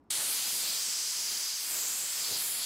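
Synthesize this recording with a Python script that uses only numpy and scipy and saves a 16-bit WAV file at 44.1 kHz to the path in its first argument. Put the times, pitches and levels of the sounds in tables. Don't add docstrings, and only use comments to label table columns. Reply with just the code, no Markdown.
import sys
import numpy as np
from scipy import signal
from scipy.fft import rfft, irfft
from scipy.io import wavfile

SR = 44100
rng = np.random.default_rng(int(sys.argv[2]) if len(sys.argv) > 2 else 0)


def to_wav(sig):
    pcm = np.clip(np.atleast_2d(sig), -1, 1) * 32767
    pcm = np.round(pcm).astype(np.int16)
    wavfile.write(sys.argv[1], SR, pcm.T)


def gain_from_decibels(decibels):
    exponent = np.asarray(decibels, float) / 20
    return 10 ** exponent


N = 116865
OPEN_S = 0.1018


def evened(x):
    return x / np.sqrt(np.mean(x ** 2) + 1e-20)


def coloured(x, points):
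    f, db = np.transpose(points)
    hz = np.fft.rfftfreq(len(x), 1 / SR)
    gain = gain_from_decibels(np.interp(np.log(hz + 1), np.log(f + 1), db))
    return evened(irfft(rfft(x) * gain, len(x)))


def track(table, column):
    rows = np.transpose(table)
    return np.interp(np.arange(N) / SR, rows[0], rows[column])


def drift(top_hz):
    t = np.arange(0, N + 64, 64) / SR
    wave = 0
    for f in np.geomspace(3, top_hz, 24):
        wave = wave + np.sin(2 * np.pi * (f * t + rng.random())) / np.sqrt(f)
    return np.interp(np.arange(N) / SR, t, evened(wave))


def ringing_air(hz, width_hz, level_db):
    turn = np.exp(2j * np.pi * np.cumsum(hz) / SR)
    r = np.exp(-np.pi * width_hz / SR)
    smooth = signal.lfilter([1], np.poly([r, r, r]), rng.standard_normal(N) / turn)
    return evened((turn * smooth).real) * gain_from_decibels(level_db)


def turbulence(points, level_db, gust_db):
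    return coloured(rng.standard_normal(N), points) * gain_from_decibels(level_db + gust_db * drift(top_hz=50.24))


# frequency in Hz, level in dB.
ROOM_COLOUR = [(25, -11), (60, -1), (100, -4), (300, 2.5), (500, -10.5), (950, -9.5), (2470, -31.5),
               (15500, -50)]


def room_air():
    return gain_from_decibels(-64.5) * coloured(rng.standard_normal(N), ROOM_COLOUR)


# frequency in Hz, level in dB.
MACHINES = [(94, -72.5), (280, -73.5), (409, -77.5), (5400, -97)]


def machine_hum():
    t = np.arange(N) / SR
    out = np.zeros(N)
    for hz, db in MACHINES:
        out += gain_from_decibels(db + 2.7 * drift(top_hz=20)) * np.sqrt(2) * np.sin(2 * np.pi * hz * t)
    return out


# middle in seconds, level in dB.
TRIGGER_TICKS = [
    (.039, -83),
    (.042, -79),
]


def trigger_ticks():
    t = np.arange(N) / SR
    colour = [(2000, -20), (9000, -4.0), (12000, -8.5), (15000, -20)]
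    tick = coloured(rng.standard_normal(N), colour)
    return tick * sum(gain_from_decibels(db - 60 * abs(t - s) / 0.0048) for s, db in TRIGGER_TICKS)


def valve():
    t = np.arange(N) / SR
    leak_s, leak_db, rise_s = 0.099, -28.5, 0.004
    surge_db, surge_s = 3.5, 0.012
    opening = np.clip((t - OPEN_S) / rise_s, 0, 1) ** 2
    leak = gain_from_decibels(leak_db) * np.clip((t - leak_s) / rise_s, 0, 1)
    surge = surge_db * np.exp(-np.maximum(t - OPEN_S - rise_s, 0) / surge_s)
    return (opening + leak) * gain_from_decibels(surge)


# time in seconds, level in dB.
BUFFET_LEVEL = [(0.13, -58), (0.21, -53), (0.26, -58), (0.3, -52), (0.32, -58), (0.72, -55.5), (0.86, -62),
                (0.88, -55), (0.92, -70), (0.97, -59.5), (1.15, -67), (1.16, -58.5), (1.39, -61.5),
                (1.58, -70), (1.72, -57.5), (2.12, -62.5), (2.34, -53), (2.65, -61)]
# frequency in Hz, level in dB.
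BUFFET_COLOUR = [(30, -36), (70, -10), (120, -1), (400, 0.5), (800, -3.5), (1600, -21)]


def buffet():
    return turbulence(BUFFET_COLOUR, track(BUFFET_LEVEL, column=1) - 1, gust_db=1.97)


# frequency in Hz, level in dB.
SPLASH_COLOUR = [(120, -25), (400, -8.5), (1000, -3.5), (2500, -3.5), (6000, -32.5)]
# time in seconds, splash level in dB, grit level in dB, jet level in dB.
NOZZLE_SWEEP = [(0.13, -52, -47, -43), (0.23, -45, -40, -47), (0.25, -51, -47, -44.5),
                (0.31, -49, -37, -44), (0.4, -51.5, -41.5, -44), (0.58, -52, -39, -47.5),
                (0.66, -49.5, -40.5, -45), (0.9, -60, -48.5, -45.5), (1.16, -58.5, -49, -46),
                (1.41, -54.5, -50, -45.5), (1.58, -65, -49, -48), (1.63, -57, -44.5, -47),
                (1.71, -49, -39, -46), (2.05, -53, -44.5, -46), (2.1, -55, -45.5, -45),
                (2.37, -48, -43, -46), (2.49, -56, -39, -45.5), (2.65, -52, -47, -48.5)]


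def splash():
    return turbulence(SPLASH_COLOUR, track(NOZZLE_SWEEP, column=1), gust_db=1.0)


# frequency in Hz, level in dB.
JET_COLOUR = [(100, -38), (400, -23.5), (900, -11), (2000, -6), (3200, -5), (5000, -3.5), (12500, -14),
              (15000, -25)]


def jet():
    return turbulence(JET_COLOUR, track(NOZZLE_SWEEP, column=3) + 2.5, gust_db=0.44)


# frequency in Hz, level in dB.
GRIT_COLOUR = [(3000, -27), (8000, -16), (11500, 5), (13500, 8), (14500, 1), (15700, -35)]


def grit():
    grains_per_s, spread_db = 16000, 0.5
    hits = (rng.random(N) < grains_per_s / SR) * rng.standard_normal(N)
    hits = hits * gain_from_decibels(spread_db * np.minimum(rng.exponential(1, N), 4))
    strikes = coloured(hits + 1.7 * rng.standard_normal(N), GRIT_COLOUR)
    return strikes * gain_from_decibels(track(NOZZLE_SWEEP, column=2) - 2 + 0.78 * drift(top_hz=38.1))


# time in seconds, level in dB, centre in Hz.
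LOW_GAP = [(0.13, -40, 4130), (0.2, -40.5, 4180), (0.42, -39.5, 4500), (0.59, -39.5, 4500),
           (0.66, -36, 4530), (0.87, -38, 5040), (1.6, -38.5, 4940), (1.71, -43.5, 5000), (1.83, -43, 4600),
           (2.0, -46.5, 4700), (2.17, -40.5, 4900), (2.28, -38, 4470), (2.35, -35.5, 4640),
           (2.5, -46, 4450), (2.65, -35.5, 4530)]
# time in seconds, level in dB, centre in Hz.
MIDDLE_GAP = [(0.13, -38.5, 7700), (0.31, -40, 8000), (0.37, -40, 7500), (0.66, -39.5, 7660),
              (0.94, -38.5, 7700), (1.36, -42, 7300), (1.41, -40, 7600), (1.53, -43.5, 7500),
              (1.63, -43.5, 8000), (1.72, -37, 7600), (1.88, -34.5, 7170), (2.14, -38.5, 7870),
              (2.34, -40.5, 7060), (2.45, -39.5, 7500), (2.56, -42, 7600), (2.64, -38.5, 7000),
              (2.65, -41, 7160)]
# time in seconds, level in dB, centre in Hz.
HIGH_GAP = [(0.13, -39.5, 9830), (0.16, -35.5, 10200), (0.23, -37, 10000), (0.33, -35.5, 10300),
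            (0.44, -41, 10400), (0.58, -38.5, 10200), (0.67, -44, 9700), (0.97, -46, 10340),
            (1.39, -41.5, 10640), (1.58, -48.5, 10700), (1.62, -43.5, 11000), (1.73, -42.5, 10500),
            (1.84, -49, 9700), (1.88, -41.5, 10500), (2.33, -45, 10100), (2.39, -37.5, 10700),
            (2.49, -37.5, 10500), (2.65, -39, 10800)]


def moving_gaps():
    out = np.zeros(N)
    # resonance, width in Hz, level in dB
    for rows, width_hz, db in ((LOW_GAP, 2300, -0.34), (MIDDLE_GAP, 2800, 0.5), (HIGH_GAP, 2750, -0.84)):
        centre_hz = track(rows, column=2) * (1 + 0.012 * drift(top_hz=15))
        level_db = db + track(rows, column=1) + 0.24 * drift(top_hz=40)
        out += ringing_air(centre_hz, width_hz, level_db)
    return out


# time in seconds, level in dB.
LOWER_RING = [(0.13, -41.5), (0.32, -40.5), (0.33, -52), (0.35, -37.5), (0.75, -42), (0.83, -37.5),
              (1.55, -39), (1.68, -45), (1.89, -46), (2.05, -46), (2.34, -40.5), (2.53, -62), (2.64, -47),
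              (2.65, -51)]
# time in seconds, level in dB.
UPPER_RING = [(0.11, -32.5), (0.125, -41.5), (0.22, -36.5), (0.45, -43), (0.56, -41.5), (1.06, -49),
              (1.08, -43.5), (1.63, -51), (1.72, -42), (1.88, -62), (2.32, -39.5), (2.33, -52),
              (2.39, -41.5), (2.65, -46)]


def fixed_gaps():
    lower = ringing_air(np.full(N, 6220), 2080, track(LOWER_RING, column=1) - 2)
    upper = ringing_air(np.full(N, 9070), 1700, track(UPPER_RING, column=1) - 1.5)
    return lower + upper


# time in seconds, level in dB, centre in Hz.
DUST = [(0.13, -52, 15200), (0.28, -52, 15200), (0.34, -49, 15200), (0.8, -48, 15200), (0.86, -52, 15200),
        (1.17, -55, 15200), (1.18, -52, 15200), (1.36, -48, 15200), (1.53, -56, 15200), (1.72, -46, 15200),
        (2.05, -53, 15200), (2.16, -47, 15200), (2.2, -50, 15200), (2.3, -45, 15200), (2.38, -49, 15200),
        (2.46, -44, 15300), (2.59, -49, 15200), (2.65, -53, 15200)]


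def dust_fizz():
    return ringing_air(track(DUST, column=2), 4200, track(DUST, column=1) + 1.5)


# time in seconds, level in dB, centre in Hz.
UNDERSIDE = [(0.13, -45, 3030), (0.54, -41, 3150), (0.56, -48, 3020), (0.66, -42, 3150), (0.89, -47, 3100),
             (2.03, -48, 2880), (2.25, -46, 2980), (2.29, -58, 3000), (2.33, -44.5, 3040),
             (2.64, -45.5, 3100), (2.65, -46, 3000)]


def spreading_air():
    return ringing_air(track(UNDERSIDE, column=2), 2400, track(UNDERSIDE, column=1) - 4)


# time in seconds, level in dB, centre in Hz.
RIM_REBOUND = [(0.13, -46, 12100), (0.16, -41, 12100), (0.36, -40, 12100), (0.41, -47, 12100),
               (0.6, -44, 12100), (0.65, -48, 12100), (0.7, -46, 12100), (0.94, -50, 12000),
               (1.43, -49, 12100), (1.47, -52, 12100), (1.72, -48, 12200), (2.08, -47, 12100),
               (2.34, -44, 12000), (2.42, -40, 12100), (2.64, -48, 12100), (2.65, -48, 12100)]


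def rim_rebound():
    return ringing_air(track(RIM_REBOUND, column=2), 2600, track(RIM_REBOUND, column=1) - 3.5)


# centre in Hz, width in Hz, gain in dB.
REFLECTIONS = [(3200, 500, 1.5), (4950, 450, 2.1), (5450, 300, -.7), (6650, 300, -1.5), (8250, 400, 1.5),
               (9350, 500, -2.5), (10900, 500, 1.5), (11800, 500, -1.5), (12400, 400, 1.5),
               (13600, 600, 1.8), (14700, 900, .3)]


def reflected(x):
    hz = np.fft.rfftfreq(N, 1 / SR)
    gain_db = sum(db * np.exp(-(2 * (hz - f) / width) ** 2) for f, width, db in REFLECTIONS)
    return irfft(rfft(x) * gain_from_decibels(gain_db), N)


# middle in seconds, length in seconds, centre in Hz, depth from 0 to 1.
CANCELLATIONS = [
    (1.2, 0.55, 9300, 0.2),
    (2.08, .36, 9300, 0.4),
    (1.88, .12, 11200, .4),
    (2.07, .14, 11300, .5),
    (2.55, .16, 6200, 0.3),
]


def cancelled(x):
    t = np.arange(N) / SR
    width_hz = 600
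    for s, length, hz, depth in CANCELLATIONS:
        band = signal.lfilter(*signal.iirpeak(hz, hz / width_hz, fs=SR), x)
        x = x - np.clip(depth, 0, 1) * np.exp(-(2 * (t - s) / length) ** 4) * band
    return x


def scene():
    workshop = room_air() + machine_hum() + trigger_ticks()
    rings = moving_gaps() + fixed_gaps() + dust_fizz() + spreading_air() + rim_rebound()
    rings = signal.lfilter(*signal.butter(2, 1430, "high", fs=SR), rings)
    blast = buffet() + splash() + jet() + grit() + rings
    blast = valve() * cancelled(reflected(blast))
    duck_db, duck_s = -9.5, 0.17
    since_open = np.maximum(np.arange(N) / SR - OPEN_S, 0)
    workshop = workshop * gain_from_decibels(duck_db * (1 - np.exp(-since_open / duck_s)))
    mono = blast + workshop
    return np.array([mono, mono])


# time in seconds, low edge in Hz, high edge in Hz.
WIDE_PATCHES = [(.165, 5170, 6290), (.165, 12400, 14470), (.281, 14470, 15830), (.351, 4220, 5680),
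                (.42, 11020, 12400), (.467, 4220, 5170), (.467, 13780, 15830), (.49, 5170, 6290),
                (.513, 8960, 10340), (.513, 11020, 12400), (.606, 4220, 5170), (.653, 14470, 15830),
                (.745, 5680, 6890), (.745, 13780, 15160), (.769, 6290, 7580), (.769, 10340, 11710),
                (.908, 4650, 5680), (.908, 6290, 7580), (1.047, 8270, 9650), (1.465, 4650, 5680),
                (1.744, 5680, 6890), (1.744, 9650, 11020), (1.906, 11020, 13090), (2.115, 5680, 7580),
                (2.115, 10340, 11710), (2.255, 4650, 5680), (2.278, 4650, 5680), (2.51, 5170, 6290),
                (2.51, 7580, 9650), (2.557, 6290, 9650)]


def left_right_patches(x):
    size, first = 2048, 107
    half, out = size // 2, np.zeros(N + size)
    window = np.sin(np.pi * (np.arange(size) + 0.5) / size)
    noise = rng.standard_normal((len(WIDE_PATCHES), half))
    for (s, low_hz, high_hz), z in zip(WIDE_PATCHES, noise):
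        at = first + half * (round((s * SR - first) / half) - 1)
        k = np.arange(round(low_hz * size / SR), round(high_hz * size / SR))
        phase = np.outer(k + 0.5, np.arange(size) + 0.5 + half / 2)
        waves = window * np.cos(np.pi / half * phase)
        level = np.sqrt(np.mean((waves @ x[at:at + size]) ** 2))
        out[at:at + size] += 2 / half * level * evened(z[k]) @ waves
    return out[:N]


def band_limit(x):
    return signal.sosfilt(signal.butter(12, 15830, fs=SR, output="sos"), x)


def record(dry):
    mono = signal.lfilter(*signal.butter(2, 35, "high", fs=SR), dry[0])
    ceiling = 0.115
    mono = ceiling * np.tanh(mono / ceiling)
    top = signal.firwin(401, 15780, window=("kaiser", 8), fs=SR)
    mono = signal.oaconvolve(mono, top, "same")
    side = gain_from_decibels(-2.5) * left_right_patches(mono)
    return band_limit(np.array([mono + side, mono - side]))


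dry = scene()
out = record(dry)
to_wav(out)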